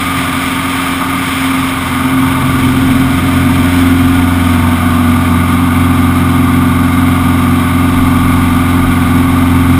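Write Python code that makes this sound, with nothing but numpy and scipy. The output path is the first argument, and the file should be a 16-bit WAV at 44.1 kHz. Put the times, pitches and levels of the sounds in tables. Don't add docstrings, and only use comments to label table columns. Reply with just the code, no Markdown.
import sys
import numpy as np
from scipy import signal
from scipy.fft import rfft, irfft, next_fast_len
from scipy.io import wavfile
from scipy.ndimage import map_coordinates

SR = 44100
rng = np.random.default_rng(int(sys.argv[2]) if len(sys.argv) > 2 else 0)


def persist_wave(psi):
    counts = np.round(np.clip(psi, -1, 1) * 32767).astype(np.int16)
    wavfile.write(sys.argv[1], SR, np.atleast_2d(counts).T)


N = 431726


def drone(cycles, level_db):
    strong_orders = {"bass": 4, "blade": 6, "tenor": 8, "throb": 11, "octave": 12}
    # (order, relative level [dB])
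    hum_orders = [(1, -40), (2, -36), (3, -34), (5, -35.5), (7, -35.5), (9, -39), (10, -34), (13, -33),
                  (14, -32), (16, -30.5), (18, -47), (20, -46.5), (22, -48), (24, -48.5)]
    # (time [s], half width [s], gain [dB])
    blade_dips = [(3.8, .12, -21), (4.38, 0.15, -20), (5.2, .55, -5)]
    # (time [s], level [dB])
    octave_level = [(0, -19.5), (1.2, -19), (1.55, -13), (1.8, -19), (2.2, -11.5), (2.4, -18.5),
                    (2.75, -12.5), (3.3, -13.5), (4.2, -11), (4.65, -20), (6.6, -14), (7.7, -15.3),
                    (9.79, -13.5)]
    tone_db = dict(level_db, blade=level_db["blade"] + swells(blade_dips), octave=curves(octave_level)[0])
    strong = np.zeros(N)
    for name, order in strong_orders.items():
        gain = amp(tone_db[name] + 0.73 * wobble(4))
        drifting = cycles + 0.0012 * wobble(1.478)
        strong += gain * tone(drifting, order, scatter=0.54, dispersion=0.02143)
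    hum = sum(amp(db + 1.6 * wobble(2.05)) * tone(cycles, order, scatter=0.93, dispersion=0.022)
              for order, db in hum_orders)
    combustion = amp(0.68 * wobble(15))
    return combustion * (strong + amp(level_db["hum"]) * hum)


def panel_buzz(cycles, level_db):
    panel_orders = { "growl": [(27, -5.5), (28, 1.5), (30, -1.5), (31, -2.5), (32, 0.5), (33, 4.5)],
                    "snarl": [(35, -3.5), (36, -1), (37, -28), (39, -2), (40, -6), (41, -5), (42, -23)],
                    "rasp": [(47, -7.5), (48, -7), (49, -12), (50, -1), (51, -14), (52, 2), (53, 0.5),
                    (54, -1.5), (55, 2), (56, -13)], "whine": [(62, -1), (63, -5), (64, -7.5), (65, 6),
                    (66, -3), (67, 0), (69, 4)], }
    total = np.zeros(N)
    for panel, orders in panel_orders.items():
        shaky = cycles + 0.00072 * wobble(25)
        singing = sum(amp(db + 1.8 * wobble(3.013)) * tone(shaky, order, scatter=0.61, dispersion=0.012)
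                      for order, db in orders)
        total += amp(level_db[panel]) * unit(singing)
    return total


def firing_noise(cycles, depth_db):
    cylinder_db = [-5.5, 0, -2.5, -0.7, -1, -6.5]
    firing = cycles * len(cylinder_db)
    strength_db = np.take(cylinder_db, firing.astype(int) % len(cylinder_db))
    return amp(strength_db - depth_db * np.cos(2 * np.pi * firing)) * rng.standard_normal(N)


def panel_clatter(cycles, level_db):
    # (frequency [Hz], bandwidth [Hz], relative level [dB])
    modes = [(620, 38, -6.5), (728, 80, -7.5), (912.5, 23.4, 0.5), (1021, 49, -2), (1123, 160, -1.5),
             (1251.6, 67, 2), (1451, 64, -0.5), (1640, 380, -12)]
    # (time [s], half width [s], gain [dB])
    flares = [(1.02, 0.016, 6), (1.13, 0.015, 4), (2.25, 0.41, 2.5), (4.7, 0.19, 2.5)]
    ringing = ring(firing_noise(cycles, depth_db=2.0), modes, skirt_hz=340)
    return amp(level_db["clatter"] + swells(flares)) * muffle(ringing, edge_hz=1570)


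def cowling_chatter(cycles, level_db):
    # (frequency [Hz], bandwidth [Hz], relative level [dB])
    modes = [(2134, 92, 3), (2380, 107, -7), (2662, 58, -7), (3360, 54, -12.5), (3760, 84, -9)]
    pattern = rng.standard_normal(1024)
    repeating = map_coordinates(pattern, [cycles % 1 * len(pattern)], order=1, mode="grid-wrap")
    drive = firing_noise(cycles, depth_db=4.5) + amp(-4) * repeating
    return amp(level_db["cowling"]) * ring(drive, modes, skirt_hz=1200)


def slipstream(cycles):
    # (frequency [Hz], bandwidth [Hz], relative level [dB])
    modes = [(2040, 153, 1), (2317, 202, 3), (2753, 110, -3.5), (3087, 213, -2), (3590, 330, -2.5),
             (3770, 314, -7), (3983, 150, -9), (5380, 320, -17.5)]
    # (frequency [Hz], relative level [dB])
    rush_spectrum = [(300, -8), (600, -12), (1700, 1.5), (2600, -9.5), (3800, -7), (4200, -16.5),
                     (5200, -11), (5900, -22.5)]
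    # (time [s], level [dB])
    rush_level = [(0, -21), (1.5, -20.5), (2.15, -24.5), (3.2, -23), (4.4, -25), (5.5, -26.5), (6.3, -27.5),
                  (8.4, -27), (9.79, -27.5)]
    # (time [s], half width [s], gain [dB])
    hiss_swells = [(1.08, 0.13, -2.5), (1.37, 0.083, 1), (2.66, 0.054, 1.5), (3.78, .13, 2)]
    eddies = firing_noise(cycles, depth_db=-3.5) + rng.standard_normal(N)
    airflow = amp(-1) * ring(eddies, modes, skirt_hz=930) + amp(-2.5) * noise(rush_spectrum)
    turbulence_db = 0.69 * wobble(20)
    return amp(curves(rush_level)[0] + swells(hiss_swells) + turbulence_db) * airflow


def cabin(level_db):
    # (time [s], level [dB])
    shudder = [(0, -32), (.4, -43), (2.3, -41), (2.6, -30), (2.9, -31), (3.5, -32), (5.6, -41),
               (7.3, -32.5), (7.65, -39), (8, -23.5), (9.79, -26)]
    # (frequency [Hz], relative level [dB])
    buffet_spectrum = [(12, -40), (20, -36), (26, -12), (30, 6), (38, -7), (70, -47.5)]
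    rumble_spectrum = [(15, -45), (45, -22), (75, -2.5), (180, 0.5), (280, -11.5), (380, -8.5), (530, -15),
                       (900, -14), (2000, -47)]
    # (frequency [Hz], bandwidth [Hz], relative level [dB])
    air_modes = [(126.3, 17, -4), (254.6, 27, 6)]
    buffet_db, = curves(shudder)
    buffet = amp(buffet_db) * noise(buffet_spectrum)
    coupled_db = 0.094 * (buffet_db - buffet_db.mean())
    rumble = amp(level_db["rumble"] + coupled_db) * noise(rumble_spectrum)
    cavity = ring(rng.standard_normal(N), air_modes, skirt_hz=40)
    boom = amp(level_db["boom"]) * muffle(cavity, edge_hz=267)
    return buffet + rumble + boom


def layer_levels(rpm):
    # (time [s], load [0-1])
    load = [(0, .12), (.4, 0.02), (1.55, 0.03), (1.85, 0.33), (2.5, 0.52), (3.0, 0.65), (3.5, 0.92),
            (4.6, 0.99), (5.9, 0.99), (7.6, 0.97), (9.79, 1)]
    # (start [s], attack [s], hold [s], release [s])
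    roll = (1.45, 0.99, 0.24, 1.3)
    lull = (2.52, 0.27, 1.67, 0.47)
    responses = { "bass": (-28.5, 14, 0.5, 1, 0), "blade": (-32.5, 13, 8, -.8, 0),
                 "tenor": (-31, 11, -2, -1, 0.0652), "throb": (-32, 17, 2, -0.9, 0.1433),
                 "hum": (-6, 6.5, 1, 0.6, 0), "growl": (-38.5, 7, -1, 2.7, 0.1343),
                 "snarl": (-39.5, 8.5, -4, -6, -0.04), "rasp": (-25.5, 3, 2, -5, 0.08),
                 "whine": (-37, 6.5, 1.5, 0.5, -0.03), "clatter": (-21, -0.9, -1.4, -0.3, -0.026),
                 "cowling": (-28, -0.06, -1, -2, -.01), "rumble": (-26, -0.2, 4, 1, 0.0069),
                 "boom": (-24, 3, 7.5, 2.2, 0.05), }
    cruise_rpm = 2655
    flight = np.array([np.ones(N), curves(load)[0], envelope(*roll), envelope(*lull), rpm - cruise_rpm])
    return {name: np.dot(response, flight) for name, response in responses.items()}


def tone(cycles, order, scatter, dispersion):
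    lag = dispersion * order ** 2 + scatter * rng.random()
    return np.sqrt(2) * np.sin(2 * np.pi * (order * cycles - lag))


def ring(x, modes, skirt_hz):
    def response(f):
        body = sum((-1) ** k * amp(db) * 1j * f * width / (centre ** 2 - f ** 2 + 1j * f * width)
                   for k, (centre, width, db) in enumerate(modes))
        return body * (1j * f / (skirt_hz + 1j * f)) ** 2
    return unit(filtered(x, response))


def noise(spectrum):
    f, db = np.transpose(spectrum)
    white = rng.standard_normal(N)
    return unit(filtered(white, lambda hz: amp(np.interp(np.log(hz + 1), np.log(f), db))))


def muffle(x, edge_hz):
    return filtered(x, lambda hz: 1 / np.sqrt(1 + (hz / edge_hz) ** 12))


def filtered(x, response):
    size = next_fast_len(N + SR // 2)
    return irfft(rfft(x, size) * response(np.fft.rfftfreq(size, 1 / SR)), size)[:N]


def wobble(rate):
    knots = rng.standard_normal(512)
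    coarse = np.arange(0, N + 64, 64)
    return np.interp(np.arange(N), coarse, map_coordinates(knots, [coarse * rate / SR], mode="wrap"))


def curves(rows):
    times, *columns = np.transpose(rows)
    return [np.interp(np.arange(N) / SR, times, column) for column in columns]


def envelope(start, attack, hold, release):
    return np.interp(np.arange(N) / SR, np.cumsum([start, attack, hold, release]), [0, 1, 1, 0])


def swells(rows):
    t = np.arange(N) / SR
    return sum(db * np.exp(-((t - centre) / width) ** 2) for centre, width, db in rows)


def amp(db):
    return 10 ** (np.asarray(db) / 20)


def unit(x):
    return x / np.sqrt(np.mean(x ** 2) + 1e-20)


def scene():
    # (time [s], speed [rpm])
    crank_speed = [(0.0, 2701), (0.3, 2671), (1.2, 2679), (1.6, 2642), (2.2, 2624), (2.4, 2639),
                   (2.7, 2621), (3.3, 2666), (3.95, 2640), (4.4, 2654), (4.9, 2673), (5.4, 2658),
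                   (6.3, 2660), (6.9, 2654), (8.3, 2660), (9.0, 2647), (9.79, 2635)]
    rpm, = curves(crank_speed)
    cycles = np.cumsum(rpm) / (2 * 60 * SR)
    level_db = layer_levels(rpm)
    engine = drone(cycles, level_db) + panel_buzz(cycles, level_db)
    rattle = cowling_chatter(cycles, level_db) + panel_clatter(cycles, level_db)
    return (engine + rattle + slipstream(cycles) + cabin(level_db))[None]


def record(dry):
    clock_hz, top_hz = 12000, 15330
    clipped = np.clip(dry[0], -1, 1)
    slow = signal.resample_poly(muffle(clipped, edge_hz=10500), clock_hz, SR)
    held = signal.resample_poly(np.repeat(slow, 4), SR, 4 * clock_hz)[:N]
    return filtered(held, lambda hz: hz < top_hz)[None]


dry = scene()
out = record(dry)
persist_wave(out)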